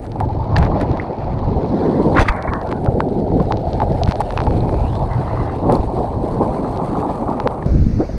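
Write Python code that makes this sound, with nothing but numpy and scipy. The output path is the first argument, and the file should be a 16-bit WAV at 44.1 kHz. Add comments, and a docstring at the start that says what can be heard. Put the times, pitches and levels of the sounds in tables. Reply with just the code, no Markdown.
"""Surfboard camera in whitewater

Wind and water buffet a small waterproof camera on a surfboard: shaped noise in lumps, with little roar above
about 1 kHz. Foam hisses faintly above it as crackling noise bands, drops tick on the housing as filtered
impulses, spray and rushing bands are noise bursts, and air pockets and short tones sing in unsteady sines.
For the last half second the camera is on the beach: gusty wind noise over a distant hiss of surf."""
import sys
import numpy as np
from scipy import signal
from scipy.fft import rfft, irfft, next_fast_len
from scipy.io import wavfile
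from scipy.ndimage import uniform_filter1d, map_coordinates

SR = 44100
rng = np.random.default_rng(int(sys.argv[2]) if len(sys.argv) > 2 else 0)


def unload_audio(sound):
    """Save the sound as a 16-bit wav file, at the path given as the first command line argument."""
    columns = np.transpose(np.atleast_2d(sound))
    # keep every value between -1 and 1, then stretch to whole-number steps
    steps = np.round(np.clip(columns, -1, 1) * 32767)
    wavfile.write(sys.argv[1], SR, steps.astype(np.int16))


N = 360726

# Every spectrum below gives the shape of a power density. Each row: frequency in Hz, relative level in dB per Hz.

# Steady rush of whitewater. Each row: time in seconds, buffet, roar and gurgle levels in dB.
RUSH_LEVELS = [(0.0, -28.5, -29, -39.5), (0.51, -18.5, -28.5, -26.5), (0.74, -26, -21, -21),
               (1.0, -25, -25.5, -28.5), (1.25, -47, -29.5, -29), (1.55, -27, -22.5, -28.5),
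               (2.04, -26, -11, -26.5), (2.23, -27, -27.5, -26), (2.57, -30.5, -28.5, -29),
               (3.06, -25, -17, -27.5), (3.43, -43, -25, -26), (3.59, -27.5, -28, -24.5),
               (4.4, -23.5, -30, -26.5), (4.62, -17.5, -17.5, -25.5), (5.0, -18, -28, -26),
               (5.7, -23.5, -24.5, -28), (7.3, -28.5, -21.5, -24), (7.64, -29, -28, -30.5)]
# Water washing over the camera. Each row: middle in seconds, half length in seconds, buffet level in dB,
# roar over buffet in dB.
WASHES_OVER = [(0.259, 0.037, -18.5, -10), (0.594, 0.12, -10, -15), (0.91, 0.018, -12, -11.5),
               (2.07, 0.091, -26.5, 6), (1.434, 0.2, -17.5, -10), (2.169, 0.051, -17, 0.5),
               (2.3, 0.02, -22, -13), (2.515, 0.042, -24, -4), (2.907, 0.06, -20.5, -0.5),
               (3.374, 0.24, -17.5, -3), (3.865, 0.14, -19, -5), (4.061, 0.054, -12, -17.5),
               (4.197, 0.0064, -21, 2), (4.467, 0.082, -17, -6.5), (5.39, 0.097, -18.5, -8.5),
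               (5.713, 0.073, -16.5, 1.5), (6.006, 0.041, -26.5, 8.5), (6.117, 0.037, -23, -22),
               (6.418, 0.089, -22, 3.5)]
# Spectra of the three parts of the rush; the gurgle's is the one before its moving edge.
BUFFET_SPECTRUM = [(10, -35), (22, 6), (60, 9), (120, 11), (170, -0.5), (300, -32), (1000, -120)]
ROAR_SPECTRUM = [(80, -35), (150, 1.5), (250, 0.5), (400, -1), (560, -7), (900, -41.5), (3000, -120)]
GURGLE_SPECTRUM = [(250, -38.5), (450, -1.5), (650, 5.5), (850, 5), (1500, -12.5), (4000, -26), (8000, -82)]
# Moving top edge of the gurgle. Each row: time in seconds, edge frequency in Hz.
GURGLE_EDGE = [(0, 847), (.5, 1100), (.8, 1057), (1.2, 960), (1.9, 1030), (2.6, 1024), (2.9, 825),
               (3.5, 780), (4.6, 874), (5.2, 1136), (5.7, 1117), (6.2, 994), (6.7, 1174), (7.4, 1220),
               (7.64, 1275)]
# Bursting foam. Each row: time in seconds, seethe, hiss and sizzle levels in dB.
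FOAM_LEVELS = [(0.0, -53, -67, -63), (0.4, -49.5, -55.5, -75), (0.72, -42.5, -54, -74.5),
               (1.06, -45, -58.5, -75), (1.51, -48, -55, -74.5), (2.17, -45.5, -49.5, -60),
               (2.4, -48, -65, -67), (2.81, -52, -60, -65.5), (3.62, -49.5, -54.5, -67.5),
               (4.3, -46, -52.5, -60), (5.02, -49.5, -55.5, -62.5), (5.4, -44.5, -54, -64),
               (5.98, -49, -55.5, -61.5), (7.19, -46, -56, -59), (7.64, -51, -66, -64)]
# Spectra of the three foam bands, from low to high.
SEETHE_SPECTRUM = [(600, -30), (1200, 8.5), (1700, 1), (2200, -2), (2700, -7), (3400, -26), (6000, -64),
                   (12000, -120)]
HISS_SPECTRUM = [(1500, -37), (3000, -1.5), (4300, 3.5), (4900, -3), (5500, -8.5), (7000, -17.5),
                 (9000, -59.5), (16000, -100)]
SIZZLE_SPECTRUM = [(4000, -44), (6000, -5), (7000, -7.5), (8500, 0), (10000, -4), (12000, -14),
                   (14000, -22), (16000, -43)]
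# A breathy whistle. Each row: time in seconds, level in dB before flutter, pitch in Hz.
WHISTLE_GLIDE = [(4.2, -78, 3195), (4.26, -52, 2900), (4.33, -55, 2616), (4.45, -52, 2380),
                 (4.75, -51, 2350), (4.86, -50, 2610), (4.95, -48, 3540), (4.98, -57, 4300), (5, -78, 4420)]
# Drops on the housing. Each row: time in seconds (the click peaks 1 ms later), peaks of the bright, dull and
# sharp parts in dB.
DROP_TICKS = [(0.118, -27, -32, -64), (0.2024, -31, -13, -31), (0.559, -29, -11, -60),
              (0.5646, -14, -12, -42), (0.5704, -19, -20, -50), (0.627, -25, -13, -66),
              (0.649, -25, -26, -70), (0.8004, -28, -27, -50), (0.813, -24, -19.5, -30.5),
              (0.9146, -28, -25.5, -68), (0.972, -31, -17.5, -49), (1.3907, -33, -24, -65),
              (2.172, -27, -12, -39), (2.2124, -27, -19, -40.5), (2.2863, -27, -8, -33),
              (2.3228, -32, -26.5, -60), (2.3635, -42, -26.5, -37), (2.4244, -23, -34.5, -36),
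              (2.5351, -23.5, -9, -61), (2.614, -29.5, -27.5, -62), (2.672, -31, -38, -61),
              (2.6905, -31, -26, -56), (2.7253, -31, -8.5, -61), (2.8453, -32, -30, -34),
              (2.861, -32, -15, -49), (3.0042, -18, -0.5, -47), (3.4014, -35, -19, -57),
              (3.522, -16, -6, -61), (3.5709, -24, -32, -57), (3.7315, -21, -33, -55),
              (3.8014, -30, -10.5, -64), (3.8181, -36, -11, -61), (3.9202, -29, -41, -62),
              (4.034, -9, -27, -37), (4.0595, -23, -38, -52), (4.0755, -31, -13, -52),
              (4.088, -23, -35, -48), (4.1104, -19, -15, -48), (4.121, -18, -11, -57),
              (4.156, -23, -21, -58), (4.2048, -25, -20, -22.5), (4.217, -36, -12.5, -50),
              (4.306, -25, -13, -64), (4.3232, -30, -22, -59), (4.375, -18, -6, -53),
              (4.3883, -41, -10.5, -56), (4.4031, -22, -8, -52), (4.417, -29, -15, -59),
              (4.438, -26.5, -35, -59), (4.467, -34, -14.5, -45), (4.508, -34, -17, -52),
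              (4.693, -42, -16.5, -60), (4.7422, -36, -19, -59), (4.933, -44, -21, -60),
              (4.9534, -28, -23, -53), (5.027, -34, -34, -60), (5.134, -30, -28, -58),
              (5.7228, -22, -22, -23), (5.7568, -40, -26, -32), (6.7735, -25.5, -30, -54),
              (7.4003, -22.5, -10, -53), (7.4737, -16.5, -3, -58), (7.661, -34, -31, -38)]
# Spectra of the bright, dull and sharp parts of a click.
BRIGHT_SPECTRUM = [(1500, -31), (2500, -8), (4200, -0.5), (6000, -11), (8000, -37), (15000, -71)]
DULL_SPECTRUM = [(500, -48), (850, 18), (1100, 11), (2000, -2), (4000, -23), (8000, -48.5), (16000, -100)]
SHARP_SPECTRUM = [(5000, -40.5), (7500, -9), (9500, -1), (12000, -14), (16000, -53.5)]
# Air pockets. Each row: start in seconds, level in dB before the envelope, first pitch in Hz,
# pitch ratio after one glide time.
AIR_POCKETS = [(.156, -15.5, 843, 0.93), (.207, -7, 723, 1), (.564, -9, 1700, 1), (.564, -15.5, 2770, 1),
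               (.565, -14, 4570, 1), (0.998, -12, 1910, 4.3), (2.171, -6, 1095, 1.1),
               (2.183, -6, 1340, 0.92), (2.255, -14, 1200, 1), (2.285, -3.5, 1980, 1.05),
               (2.873, -20.5, 1410, 0.45), (3.015, -25, 1500, 1.05), (3.399, -15, 966, 1.4),
               (3.507, -6, 786, 1.24), (3.67, -9.5, 626, 1.1), (3.8, -9, 828, 0.88), (3.817, -4, 810, 1.6),
               (4.016, -7, 722, 1.15), (4.204, -3.5, 798, 0.91), (4.376, -15.5, 2470, 1.05),
               (4.471, -5.5, 802, 1.4), (4.606, -25.5, 3980, 1.4), (5.69, -8, 700, 2.1),
               (5.7535, -21.5, 4330, 0.88), (5.975, -10.5, 760, 1), (6.042, -9.5, 690, 0.98),
               (7.458, -4.5, 540, 1.22), (7.625, -24, 1880, 0.24), (7.99, -5, 233.6, 2.06),
               (8.025, -20, 423, 1.4), (8.09, -17, 605, 1.25)]
# Short wavering tones, each around its own pitch. Each row: start in seconds, length in seconds, peak in dB,
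# pitch in Hz.
WAVERING_TONES = [(.214, .04, -19.5, 871), (0.281, 0.04, -20.5, 855), (.39, 0.042, -21.5, 884),
                  (2.645, 0.044, -41, 1480), (2.736, 0.068, -41, 1456), (5.13, 0.58, -55, 2720)]
# Lumps of water or wind on the membrane. Each row: start in seconds, level in dB before the envelope,
# frequency in Hz, negative when the lump pulls first.
MEMBRANE_THUDS = [(2.192, 1.5, 84), (2.21, -0.5, -41), (2.294, -0.5, -44), (2.486, -8, -48),
                  (2.885, 4, 113), (4.089, 3.5, 167), (5.796, 1, 72), (7.663, 1.5, 137), (7.866, 3, -150)]
# Spray on the housing. Each row: middle in seconds, level in dB before the envelope, length in seconds,
# tilt in dB per octave about 2 kHz.
SPRAY_BURSTS = [(0.209, -33.5, 0.014, -10), (0.567, -22.5, 0.013, -1), (0.584, -23, 0.0068, 7),
                (0.63, -31, 0.081, 0.5), (0.819, -30.5, 0.035, 1), (2.184, -12, 0.044, -3.5),
                (2.196, -15.5, 0.014, 2), (2.219, -22, 0.032, 4), (2.261, -31.5, .06, -0.5),
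                (2.29, -13.5, 0.015, 0.5), (2.715, -32, 0.012, 2.5), (4.097, -36.5, 0.054, 5),
                (4.209, -36.5, 0.021, 8), (5.708, -23, 0.036, -24), (5.741, -43, 0.067, 9.5),
                (8.004, -40, 0.045, -26)]
# Spectrum of the spray before its tilt.
SPRAY_SPECTRUM = [(500, -49), (1000, 5.5), (2000, 0.5), (2600, -6.5), (3000, -13), (3500, -14), (4200, -17),
                  (5000, -23), (7000, -31), (9000, -33), (12000, -44.5), (16000, -85)]
# Bands of rushing noise below a steep, moving top edge. Each row: start in seconds, length in seconds,
# level in dB before flicker, loss along it in dB, first and last top edge in Hz.
RUSH_BANDS = [(1.7, 0.38, -38, 3, 1970, 2200), (2.272, 0.21, -26.5, 7, 2420, 2270),
              (2.472, 0.045, -22, 8, 2340, 2320), (2.503, 0.14, -27.5, 4.5, 1940, 1900),
              (2.658, 0.13, -37.5, 6, 1700, 1600), (5.047, 0.57, -40, -1, 2120, 2080)]
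# Spectrum of the rushing bands below their top edge.
RUSH_BAND_SPECTRUM = [(500, -9.5), (1100, 5.5), (1220, -6), (1340, -3), (2300, -4.5), (8000, -38.0)]
# Time in which spray rings the housing: start and end in seconds.
RINGING_SPAN = (2.205, 2.31)
# Housing resonances excited by spray. Each row: centre in Hz, width in Hz, gain at the centre in dB.
RESONANCES = [(1200, 54, 2), (2610, 80, 3), (3440, 55, 7), (4680, 90, 6), (6080, 44, 10)]
# Wind on the beach. Each row: time in seconds, buffet and flutter levels in dB.
GUST_LEVELS = [(7.65, -13.5, -20.5), (7.7, -18, -28.5), (7.75, -7, -29.5), (7.84, -15, -37.5),
               (7.97, -12, -41), (8.01, -22, -19.5), (8.06, -26, -36), (8.1, -22.5, -36),
               (8.18, -20.5, -33.5)]
# Spectra of the wind's buffeting, of its flutter and of the far surf.
WIND_SPECTRUM = [(10, -12), (22, -1), (45, 1.5), (170, -9), (230, -9), (340, -21), (600, -33.5),
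                 (2000, -120)]
FLUTTER_SPECTRUM = [(100, -58), (300, -4.5), (450, -7), (700, -14.5), (1000, -25), (1600, -30),
                    (4000, -120)]
SHORE_SPECTRUM = [(200, -25), (700, 3), (2200, -0.5), (3200, -13), (4500, -3.5), (6500, -9), (7200, -19.5),
                  (12000, -27.5), (16000, -39.5)]

GURGLE_UNDER_DB = -4.5  # a wash's gurgle relative to its roar
RING_TURNS, GLIDE_S = 26.8, 0.042  # cycles of first pitch for a 60 dB decay; glide time in seconds
WAVER = .05  # rms pitch scatter of a wavering tone, as a share
BAND_RISE = 0.16  # share of a rushing band spent rising, and again falling
TOP_HZ = 15700  # band limit
AFLOAT = np.clip((7.66 - np.arange(N) / SR) / .003, 0, 1)  # 1 on the board, 0 on the beach


def amp(db):
    """A level in dB is twenty times the logarithm of the gain returned."""
    return 10 ** (np.asarray(db) / 20)


def unit(x):
    """Division by the root mean square normalizes a signal to rms 1."""
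    return x / np.sqrt(np.mean(x ** 2) + 1e-20)


def along(points, hz):
    """Linear interpolation of (Hz, value) points on a logarithmic frequency axis."""
    f, v = np.transpose(points)
    return np.interp(np.log(hz + 1), np.log(f + 1), v)


def curves(rows):
    """Linear interpolation in time gives one value per sample for each column after the time."""
    s, *columns = np.transpose(rows)
    return [np.interp(np.arange(N) / SR, s, column) for column in columns]


def wobble(rate):
    """Random knots, rate of them a second, joined by splines make a smooth random curve."""
    knots = rng.standard_normal(int(N * rate / SR) + 4)
    return map_coordinates(knots, [np.arange(N) * rate / SR])


def coloured(x, points):
    """Zero-phase filtering: the spectrum of x is multiplied by gains from (Hz, dB) points."""
    m = next_fast_len(len(x) + 8192)
    gain = amp(along(points, np.fft.rfftfreq(m, 1 / SR)))
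    return irfft(rfft(x, m) * gain, m)[:len(x)]


def rush(spectrum, patchy_db, edge_hz=None, slope_db=0):
    """Turbulence as rms 1 noise, random in gain over time and frequency, falling slope_db an octave above an edge."""
    hz, t, z = signal.stft(rng.standard_normal(N), SR, nperseg=512, noverlap=384)
    field = uniform_filter1d(rng.standard_normal(z.shape), size=4, axis=0)
    field = uniform_filter1d(field, size=10, axis=1)
    z = z * amp(patchy_db * unit(field))
    if edge_hz is not None:
        edge = edge_hz[np.minimum(t * SR, N - 1).astype(int)]
        octaves_above = np.log2(np.maximum(hz[:, None] / edge, 1))
        z = z * amp(-slope_db * octaves_above)
    noise = signal.istft(z, SR, nperseg=512, noverlap=384)[1][:N]
    return unit(coloured(noise, spectrum))


def add(track, s, sound):
    """Superposition: a short sound is summed into a track at time s in seconds."""
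    part = track[max(round(s * SR), 0):][:len(sound)]
    part += sound[:len(part)]


def rush_gains():
    """Independent sources add in power: the steady rush plus a bell-shaped swell for each wash."""
    power, t = amp(curves(RUSH_LEVELS)) ** 2, np.arange(N) / SR
    for s, half, db, bright_db in WASHES_OVER:
        part = slice(round(max(s - 3 * half, 0) * SR), round((s + 3 * half) * SR))
        parts_db = db + np.array([[0], [bright_db], [bright_db + GURGLE_UNDER_DB]])
        power[:, part] += amp(parts_db) ** 2 * np.exp(-2 * ((t[part] - s) / half) ** 2)
    return np.sqrt(power)


def fizz():
    """Bubble resonance: many small bursts ring for a few cycles below the gurgle's edge, rising in pitch."""
    where, size, tone = rng.random((900, 3)).T
    start = (where * N).astype(int)
    pitch = curves(GURGLE_EDGE)[0][start] * 2 ** (-.9 * tone)  # up to 0.9 octave below the edge
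    turns = np.arange(400) / SR * pitch[:, None]
    ring = turns * np.exp(-.9 * turns) * np.sin(2 * np.pi * turns * (1 + 0.016 * turns))
    ring = ring * amp(-4.5 * np.log(size + 0.013))[:, None]  # a few loud, most faint
    at = start[:, None] + np.arange(400)
    return unit(np.bincount(at.ravel(), ring.ravel(), N + 400)[:N])


def whitewater():
    """Turbulent pressure of wind and water: buffet, roar and gurgle, lumpy with a shared surge."""
    surge = wobble(30)
    buffet_lumps = amp(0.53 * surge + 1.26 * wobble(25))
    buffet = unit(buffet_lumps * rush(BUFFET_SPECTRUM, patchy_db=1.36))
    roar_lumps = amp(0.5 * surge + 1.9 * wobble(50))
    roar = unit(roar_lumps * rush(ROAR_SPECTRUM, patchy_db=1.92))
    gurgle_lumps = amp(1.28 * surge + 1.84 * wobble(60))
    edge_hz = curves(GURGLE_EDGE)[0]
    gurgle = gurgle_lumps * rush(GURGLE_SPECTRUM, patchy_db=1.53, edge_hz=edge_hz, slope_db=44.5)
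    gurgle = unit(gurgle + amp(-8) * fizz())
    return AFLOAT * (rush_gains() * [buffet, roar, gurgle]).sum(axis=0)


def foam():
    """Random bursting modulates noise: three bands let through by the housing flicker and crackle."""
    bursts = 3.0 * np.maximum(wobble(500) - 1.1, 0)  # only the highest peaks
    crackle = amp(1.6 * wobble(25) + 2.1 * wobble(300) + bursts)
    spectra = (SEETHE_SPECTRUM, HISS_SPECTRUM, SIZZLE_SPECTRUM)
    bands = zip(curves(FOAM_LEVELS), spectra)
    return AFLOAT * sum(amp(db) * unit(crackle * rush(spectrum, patchy_db=2.5)) for db, spectrum in bands)


def clicks(track, spectrum):
    """Impulse response: impulses pass a filter scaled so that a unit impulse peaks at 1."""
    one = np.zeros(4096)
    one[2048] = 1
    return coloured(track, spectrum) / np.abs(coloured(one, spectrum)).max()


def drops():
    """Impact excitation: each drop is one impulse in bright, dull and sharp parts; smaller clicks fall at random."""
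    tracks = np.zeros((3, N))
    s, *parts_db = np.transpose(DROP_TICKS)
    tracks[:, np.round((s + .001) * SR).astype(int)] = -amp(parts_db)
    where, *sizes = rng.random((700, 4)).T
    small = (where * AFLOAT.sum()).astype(int)  # only while on the board
    for track, size, least_db in zip(tracks, sizes, (-50, -43, -68)):
        track[small] += amp(least_db - 3.6 * np.log(size + .01))
    spectra = (BRIGHT_SPECTRUM, DULL_SPECTRUM, SHARP_SPECTRUM)
    return sum(clicks(track, spectrum) for track, spectrum in zip(tracks, spectra))


def air_pockets():
    """Bubble resonance: trapped air rings as a decaying sine with a gliding, unsteady pitch."""
    out, t = np.zeros(N), np.arange(SR // 6) / SR
    for s, db, hz, ratio in AIR_POCKETS:
        shake_hz = 90 * unit(uniform_filter1d(rng.standard_normal(len(t)), size=60))
        pitch = hz * ratio ** np.minimum(t / GLIDE_S, 2) + shake_hz  # glides for two glide times
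        onset = 1 - np.exp(-t * hz / 2.06)
        decay = amp(db - 60 * t * hz / RING_TURNS)
        add(out, s, decay * onset * 1.71 * np.sin(2 * np.pi * np.cumsum(pitch) / SR))
    return out


def housing(x):
    """Forced resonance: damped modes of the housing ring on x within the ringing span."""
    t = np.arange(N) / SR
    f = np.fft.rfftfreq(N, 1 / SR)
    ring = sum(amp(db) * 1j * f * width / (centre * centre - f * f + 1j * f * width)
               for centre, width, db in RESONANCES)
    exciting = (t > RINGING_SPAN[0]) * (t < RINGING_SPAN[1])
    return x + irfft(rfft(x * exciting) * ring, N)


def spray():
    """Superposed small impacts: each strike is a gritty noise burst under a bell-shaped envelope."""
    out = np.zeros(N)
    for s, db, length, tilt_db in SPRAY_BURSTS:
        t = np.arange(-2 * length, 2 * length, 1 / SR)
        grit = amp(4.0 * unit(uniform_filter1d(rng.standard_normal(len(t)), size=90)))
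        tilted = [(hz, level + tilt_db * np.log2(hz / 2000)) for hz, level in SPRAY_SPECTRUM]
        burst = unit(coloured(grit * rng.standard_normal(len(t)), tilted))
        add(out, s - 2 * length, amp(db) * burst * np.exp(-2 * (t / length * 1.55) ** 2))
    return housing(out)


def wavering_tones():
    """Frequency modulation: a sine scatters at random about its pitch as it swells and fades."""
    out = np.zeros(N)
    for s, length, db, hz in WAVERING_TONES:
        u = np.linspace(0, 1, round(length * SR))
        pitch = hz * (1 + WAVER * unit(uniform_filter1d(rng.standard_normal(len(u)), size=100)))
        add(out, s, amp(db) * np.sin(np.pi * u) ** 0.71 * np.sin(2 * np.pi * np.cumsum(pitch) / SR))
    return out


def band_curves():
    """Time-varying gain and cutoff: each band rises, changes in level and falls as its top edge glides."""
    gain, top_hz = np.zeros(N), np.full(N, 2000.)
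    for s, length, db, sag_db, first_hz, last_hz in RUSH_BANDS:
        u = np.linspace(0, 1, round(length * SR))
        add(gain, s, amp(db - sag_db * u) * np.clip(np.minimum(u, 1 - u) / BAND_RISE, 0, 1))
        top_hz[round(s * SR):][:len(u)] = first_hz + (last_hz - first_hz) * u
    return gain, top_hz


def rushing_bands():
    """Time-varying low-pass filtering: flickering noise is cut steeply above a gliding top edge."""
    gain, top_hz = band_curves()
    noise = rush(RUSH_BAND_SPECTRUM, patchy_db=3.0, edge_hz=top_hz, slope_db=400)
    return gain * amp(2.6 * wobble(30)) * noise


def membrane_thuds():
    """Heavily damped oscillation: a lump on the membrane gives one low swing."""
    out, t = np.zeros(N), np.arange(SR // 6) / SR
    for s, db, hz in MEMBRANE_THUDS:
        turns = abs(hz) * t
        envelope = turns * np.exp(-3.5 * turns) * 1.88
        add(out, s, amp(db + 8.5) * envelope * np.sin(2 * np.pi * hz * t))
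    return out


def whistle():
    """Amplitude modulation by a random curve spreads a sine of gliding pitch into a breathy whistle."""
    db, hz = curves(WHISTLE_GLIDE)
    breath = amp(db + 1.9 * wobble(37)) * wobble(480)
    return breath * np.sin(2 * np.pi * np.cumsum(hz) / SR) * (db > -79)


def beach():
    """Turbulent wind pressure: low buffeting and lumpy flutter, over the far surf's steady hiss."""
    buffet_db, flutter_db = curves(GUST_LEVELS)
    buffet = amp(buffet_db) * rush(WIND_SPECTRUM, patchy_db=2.0)
    lumps = amp(0.85 * wobble(30))
    flutter = amp(flutter_db) * unit(lumps * rush(FLUTTER_SPECTRUM, patchy_db=-1.0))
    surf = amp(-46.5) * rush(SHORE_SPECTRUM, patchy_db=2.2)
    return (1 - AFLOAT) * (buffet + flutter + surf)


def scene():
    """Superposition: all sources are summed into one channel."""
    noises = whitewater() + foam() + rushing_bands() + beach()
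    impacts = drops() + spray() + membrane_thuds()
    tones = air_pockets() + wavering_tones() + whistle()
    return (noises + impacts + tones)[None]


def record(dry):
    """Saturation and band limiting: loud peaks bend softly, and nothing is kept from TOP_HZ up."""
    soft = dry / (1 + np.abs(dry / .93) ** 6) ** (1 / 6)
    return irfft(rfft(soft) * (np.fft.rfftfreq(N, 1 / SR) < TOP_HZ), N)


dry = scene()
out = record(dry)
unload_audio(out)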